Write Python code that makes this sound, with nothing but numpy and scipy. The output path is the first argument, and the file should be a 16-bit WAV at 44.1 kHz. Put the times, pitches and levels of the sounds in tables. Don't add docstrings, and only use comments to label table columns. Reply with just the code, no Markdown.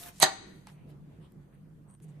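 import sys
import numpy as np
from scipy import signal
from scipy.io import wavfile
from scipy.ndimage import uniform_filter1d

SR = 44100
rng = np.random.default_rng(int(sys.argv[2]) if len(sys.argv) > 2 else 0)


def digitize_waveform(pressure):
    field = np.atleast_2d(pressure).T
    bounded = np.clip(field, -1, 1)
    quanta = np.round(bounded * 32767).astype(np.int16)
    wavfile.write(sys.argv[1], SR, quanta)


def linear_from_db(decibels):
    return 10 ** (np.asarray(decibels, float) / 20)


N = 97020


def evened(x):
    return x / np.sqrt(np.mean(x ** 2) + 1e-20)


def read(points, hz):
    f, value = np.transpose(points)
    return np.interp(np.log(hz + 1), np.log(f + 1), value)


def highpass(x, hz):
    return signal.sosfilt(signal.butter(2, hz, "high", fs=SR, output="sos"), x)


def resonate(x, hz, width_hz):
    pole = np.exp((2j * hz - width_hz) * np.pi / SR)
    return 2 * signal.lfilter([1 - abs(pole)], [1, -pole], x).real


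def resonate_twice(x, hz, width_hz):
    return resonate(resonate(x, hz, width_hz), hz, width_hz)


def grit(per_s, spread_db):
    sign_and_size = rng.standard_normal((3, N))
    unevenness = linear_from_db(spread_db * np.minimum(rng.exponential(1, (3, N)), 4))
    present = rng.random((3, N)) < per_s / SR
    clicks = sign_and_size * unevenness * present
    return evened(clicks[:2] + 0.59 * clicks[2])


def hiss():
    level_db, low_cut_hz = -78.5, 6000
    return linear_from_db(level_db) * highpass(rng.standard_normal((2, N)), low_cut_hz)


# (frequency [Hz], density [dB/Hz])
AIR_SPECTRUM = [(25, -30.5), (60, -22), (150, -19), (300, -21.5), (450, -27.5), (700, -35.5), (2000, -46),
                (5000, -59), (15000, -68.5)]
# (frequency [Hz], correlation [-])
AIR_LIKENESS = [(60, .9), (130, .92), (290, .7), (640, .25), (1400, .1), (3000, 0.01)]
# (time [s], level on the air [dB])
AIR_SWELL = [(0, -1.5), (.18, -5.5), (.3, 3.5), (.5, 5), (.67, -1), (0.779, 2.5), (.92, 4), (1.0, 0),
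             (1.15, 3), (1.45, -.5), (1.7, -2), (1.86, -2), (1.945, -0.03), (1.961, -7), (1.99, -5.5),
             (2.01, 0), (2.2, 2.5)]


def air():
    level_db, patch_db, hop = -54.5 - 3.5, 2.2, 256
    frames, hz = N // hop + 5, np.fft.rfftfreq(1024, 1 / SR)
    a, b, c, d, patches = rng.standard_normal((frames, 513, 5)).T
    patches = uniform_filter1d(patches, size=12, axis=0)
    patches = evened(uniform_filter1d(patches, size=14, axis=1))
    likeness = np.clip(read(AIR_LIKENESS, hz), -1, 1)[:, None]
    left = a + 1j * b
    right = likeness * left + np.sqrt(1 - likeness ** 2) * (c + 1j * d)
    swell_db = np.interp(np.arange(frames) * hop / SR, *np.transpose(AIR_SWELL))
    spectrum_db = read(AIR_SPECTRUM, hz)[:, None] + patch_db * patches + swell_db
    z = np.array([left, right]) * linear_from_db(spectrum_db)
    return linear_from_db(level_db) * evened(signal.istft(z, nperseg=1024, noverlap=768)[1][:, :N])


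# (centre [Hz], width [Hz], level [dB])
HUM_BANDS = [(50, 20, -68.5), (107.3, 6.7, -66), (189.5, 16, -62)]
# (time [s], main hum level [dB])
MOTOR_LOAD = [(0.0, -55), (0.12, -67), (0.24, -46.5), (0.29, -70), (0.51, -65), (0.56, -51), (0.69, -66.5),
              (0.73, -54), (1.1, -49), (1.14, -68), (1.21, -50), (1.33, -67), (1.379, -51.5), (1.51, -61),
              (1.54, -52.5), (2.01, -59.5), (2.04, -48), (2.2, -51)]


def hum():
    main_hz, main_width_hz = 150, 17
    noise = rng.standard_normal((3, N))
    noise = noise[2] + .25 * noise[:2]
    bands = np.zeros((2, N))
    for hz, width_hz, db in HUM_BANDS:
        bands += linear_from_db(db) * evened(resonate_twice(noise, hz, width_hz))
    main = resonate_twice(noise, main_hz, main_width_hz)
    envelope = abs(signal.hilbert(main.mean(0))) / main.std()
    main = main / (envelope + 1.4) / main.std()
    load_db = np.interp(np.arange(N) / SR, *np.transpose(MOTOR_LOAD))
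    return (bands + evened(main) * linear_from_db(load_db)) * linear_from_db(np.array([[-1.2], [1.2]]))


# (time [s], level [dB], corner [Hz])
POPS = [
    (1.9015, -57.5, 599),
    (1.9405, -59.5, 903),
    (1.9514, -52.5, 898),
    (2.002, -50, 900),
    (2.0915, -52, 700),
    (2.112, -60, 500.6),
]


def pops():
    out, t = np.zeros(N), np.arange(400) / SR
    for s, db, hz in POPS:
        phase = np.pi * hz * t
        start = round(s * SR)
        out[start:start + 400] -= linear_from_db(db) * (1 - phase) * np.exp(-phase)
    return out


# (start [s], length [s])
STROKES = [(-.08, .13), (.015, .1), (.01, .11), (-.01, .13), (.1, .17), (.25, .38), (.38, .34), (.66, .055),
           (.66, .11), (.72, .15), (.88, .04), (.87, .07), (1.06, .14), (1.2, .09), (1.2, .09), (1.2, .08),
           (1.4, .05), (1.52, .05), (1.53, .03), (1.84, .1), (1.875, .085), (2.015, .04), (2.075, .04),
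           (2.0, .2)]
# (level [dB], centre [Hz], width [Hz])
STROKE_COLOURS = [(-44.5, 12000, 14500), (-45.5, 15000, 15000), (-56.5, 790, 5800), (-58, 690, 50),
                  (-58.5, 6500, 9100), (-60, 350, 120), (-71, 7800, 16000), (-59.5, 1760, 4500),
                  (-70.5, 9200, 7900), (-74.5, 2330, 1100), (-70.5, 11200, 6400), (-72.5, 2400, 4600),
                  (-77.5, 2200, 2100), (-71.5, 3100, 1260), (-70, 1050, 330), (-79, 8800, 2300),
                  (-80, 2600, 5000), (-73.5, 1700, 1600), (-77.5, 10000, 3300), (-72, 1020, 530),
                  (-67.5, 8350, 470), (-63.5, 9100, 5500), (-72, 7700, 4600), (-79.5, 2800, 2200)]


def rustles():
    grains = grit(per_s=6000, spread_db=3.0)
    t, out = np.arange(N) / SR, np.zeros((2, N))
    for (s, length_s), (db, hz, width_hz) in zip(STROKES, STROKE_COLOURS):
        on = (t > s) & (t < s + length_s)
        arch = np.sin(np.pi * (t[on] - s) / length_s)
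        out[:, on] += linear_from_db(db) * arch * evened(resonate_twice(grains[:, on], hz, width_hz))
    return out


# (time [s], peak level [dB], centre [Hz], width [Hz])
TICKS = [(.0295, -46, 9700, 1500), (0.035, -38, 3900, 795), (0.186, -45, 7900, 3000),
         (0.2007, -16.5, 10600, 2500), (0.215, -23.5, 6500, 2500), (0.671, -38, 4530, 7170),
         (.906, -62, 4020, 702.6), (0.915, -63.5, 6990, 3000), (1.321, -51, 12590, 6967),
         (1.887, -61.5, 8290, 1199), (1.897, -59.5, 8480, 1502), (1.901, -54, 8600, 1490),
         (1.91, -51.5, 9090, 2500), (1.928, -61.5, 8500, 1501), (1.94, -47.5, 8910, 1482),
         (1.943, -56, 9090, 1480), (1.949, -53, 9250, 1972), (.6705, -43, 1150, 500), (.672, -45, 800, 300),
         (.674, -46, 2000, 900), ]


def ticks():
    decay_s = .0006
    out, t = np.zeros((2, N)), np.arange(800) / SR
    for s, db, hz, width_hz in TICKS:
        noise = rng.standard_normal((3, 800))
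        burst = (noise[2] + .5 * noise[:2]) * np.exp(-t / decay_s)
        snap = resonate_twice(burst, hz, width_hz)
        start = round(s * SR)
        out[:, start:start + 800] += linear_from_db(db) * snap / abs(snap).max()
    return out


# (start [s], end [s], start pitch [Hz], end pitch [Hz], waver width [Hz], level [dB])
SQUEAL = (0.2135, 0.2566, 2010, 1771, 89.5, -22)


def squeal():
    start_s, end_s, from_hz, to_hz, waver_hz, db = SQUEAL
    u = np.clip((np.arange(N) / SR - start_s) / (end_s - start_s), 0, 1)
    waver_rad = 0.69 * evened(resonate(rng.standard_normal(N), 0, waver_hz))
    pitch_hz = from_hz + (to_hz - from_hz) * u
    tone = np.sin(2 * np.pi * np.cumsum(pitch_hz) / SR + waver_rad)
    return linear_from_db(db + np.array([[-11], [0]])) * np.sin(np.pi * u ** 1.4) * tone


def ring(drive, modes, flip=-1):
    out = np.zeros((2, N))
    for k, (hz, left_db, right_db, t60_s) in enumerate(modes):
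        decay = np.exp(-np.log(1000) / (t60_s * SR))
        width_hz = -np.log(decay) * SR / np.pi
        side = np.array([[1], [-1 if 1000 < hz < 1600 else 1]])
        level = linear_from_db(np.array([[left_db], [right_db]]))
        mode = resonate(drive, hz, width_hz) / (2 * (1 - decay))
        out += flip ** k * side * level * mode
    return out


# (frequency [Hz], left [dB], right [dB], t60 [s])
BOARD = [(160, -16, -16, .06), (300, -26, -24, .08), (370, -26, -25, .1), (450, -26, -24, .05),
         (638, -4, -14, .05), (773, -4, -13, .08), (895, -4, -11, .04), (1130, -10, -13, .02),
         (1420, -13, -5, .022), (1800, -10, -7, .018), (2150, -16, -12, .015)]
# (frequency [Hz], left [dB], right [dB], t60 [s])
BLADE = [(3620, -9, -5, .01), (3790, -7, -5, .012), (3965, -5, -3, .016), (4180, -8, -6, .012),
         (4300, -7, -4, .012), (4940, -14, -12, .02), (6200, -3, -6, .008), (7100, -8, -10, .008),
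         (7950, -7, -6, .01), (9500, -18, -16, .005), (10800, -16, -16, .005), (13200, -20, -21, .005)]
# (time [s], level [dB], left minus right [dB], extra treble [dB])
SKID = [
    (0.201, -65, -0.5, 0),
    (0.202, -34, -1.5, 2),
    (0.214, -31.5, -5, 1),
    (.219, -25, -8.5, -14),
    (0.226, -17.5, -8.5, -13.5),
    (0.231, -20, -0.5, 3),
    (.241, -21, -1.5, 1),
    (.247, -35, -1, -1),
    (.27, -48, 0, 0.5),
]
# (time [s], level [dB], left minus right [dB])
CATCHES = [(.2142, -24, 3.5), (.2218, -14.5, -11), (0.2238, -14, -12.5), (.2252, -13, -9),
           (0.2268, -5, -11), (.2297, -11.5, 3), (0.2331, -6.5, 7), (0.2359, -9, -0.5), (0.2365, -13, 3),
           (0.2394, -10, -2), (0.2446, -13.5, 1.5), (0.2599, -22.5, -1.5)]
BLOW_S = [
    .2025,
    .218,
    .2298,
    .2324,
    .2384,
    .2458,
]
BLOW_DB = [-34, -26.5, -5.5, -16, -18.5, -23]


def knock():
    t, half = np.arange(N) / SR, np.array([[.5], [-.5]])
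    s, db, pan_db, top_db = np.transpose(SKID)
    pressure_db = np.interp(t, s, db, -150, -150) + half * np.interp(t, s, pan_db)
    slips = grit(per_s=6000, spread_db=3.9) * linear_from_db(pressure_db)

    blows = np.zeros(N)
    blows[np.round(np.array(BLOW_S) * SR).astype(int)] = linear_from_db(np.array(BLOW_DB))
    blows = uniform_filter1d(blows, size=5)

    catches = np.zeros((2, N))
    for s_at, catch_db, side_db in CATCHES:
        start = round(s_at * SR)
        burst = evened(rng.standard_normal(12))
        catches[:, start:start + 12] += linear_from_db(catch_db + half * side_db) * burst

    crunch = linear_from_db(-21.0) * ring(slips, BLADE) + linear_from_db(-30) * ring(slips, BOARD)
    crunch = crunch + linear_from_db(-3) * resonate(slips, 2700, 3500)
    bright_hz = 8700
    top = highpass(highpass(crunch, bright_hz), bright_hz)
    crunch = crunch + (linear_from_db(np.interp(t, s, top_db)) - 1) * top

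    landing = ring(blows, BOARD, flip=0.94) + linear_from_db(-15) * ring(blows, BLADE)
    return highpass(crunch + linear_from_db(-15) * ring(catches, BLADE) + landing, 180)


def tail(x, t60):
    taps = np.zeros((2, SR))
    at = np.arange(200, SR - 20, 20) + rng.integers(0, 20, (2, (SR - 201) // 20))
    np.put_along_axis(taps, at, rng.choice([-1., 1.], at.shape), 1)
    hz, t, z = signal.stft(taps, SR, nperseg=256)
    h = signal.istft(z * linear_from_db(-60 * t / t60(hz)[:, None]), SR, nperseg=256)[1]
    return signal.fftconvolve(x, h / np.linalg.norm(h[0]), axes=1)[:, :N]


# (frequency [Hz], t60 [s])
TABLE_TOP = [(300, 0.26), (2000, 0.23), (13000, 0.087)]
# (frequency [Hz], t60 [s])
ROOM = [(150, 0.9), (500, 0.24), (1000, 0.66), (2000, 0.85), (4000, 0.68), (8000, 0.5), (13000, 0.3)]


def scene():
    near_db, far_db = -9.5, -19
    background = hiss() + air() + hum()
    close = rustles() + ticks() + squeal() + knock()
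    near = tail(close, lambda hz: read(TABLE_TOP, hz))
    far = tail(close[::-1], lambda hz: read(ROOM, hz))
    return background + pops() + close + linear_from_db(near_db) * near + linear_from_db(far_db) * far


def low_pass(x):
    return signal.sosfilt(signal.butter(12, 15720, fs=SR, output="sos"), x)


# (centre [Hz], width [Hz], threshold [dB])
MUTED = [(11950, 800, -62)]
# (start [s], end [s], centre [Hz], width [Hz])
DROPPED = [(.03, .14, 7300, 330), (.03, .16, 4950, 330), (.35, .47, 13300, 2300), (.3, .66, 11700, 900),
           (.37, .45, 5400, 450), (.49, .66, 5400, 600), (.5, .6, 7400, 350), (.73, .88, 7250, 600),
           (.72, .87, 5200, 500), (1.0, 1.2, 5200, 400), (1.4, 1.62, 5300, 450), (1.45, 1.7, 7300, 500),
           (1.85, 2.0, 7350, 750), (1.86, 1.97, 5200, 600), (2.02, 2.12, 5250, 500)]


def record(dry):
    edge_hz, edge_db = 14300, -34
    hz, t, z = signal.stft(dry, SR, nperseg=512)
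    z = z * linear_from_db(edge_db * np.clip((hz - edge_hz) / 300, 0, 1))[:, None]
    for centre_hz, width_hz, floor_db in MUTED:
        band = abs(hz - centre_hz) < width_hz / 2
        power = uniform_filter1d((abs(z[:, band]) ** 2).mean((0, 1)), size=3)
        z[:, band] *= np.where(power > linear_from_db(2 * floor_db), 1, .03)
    for start_s, end_s, centre_hz, width_hz in DROPPED:
        band = (abs(hz - centre_hz) < width_hz / 2)[:, None]
        z = z * np.where(band & (t > start_s) & (t < end_s), .06, 1)
    mix = signal.istft(z, SR, nperseg=512)[1][:, :N]
    return low_pass(mix)


dry = scene()
out = record(dry)
digitize_waveform(out)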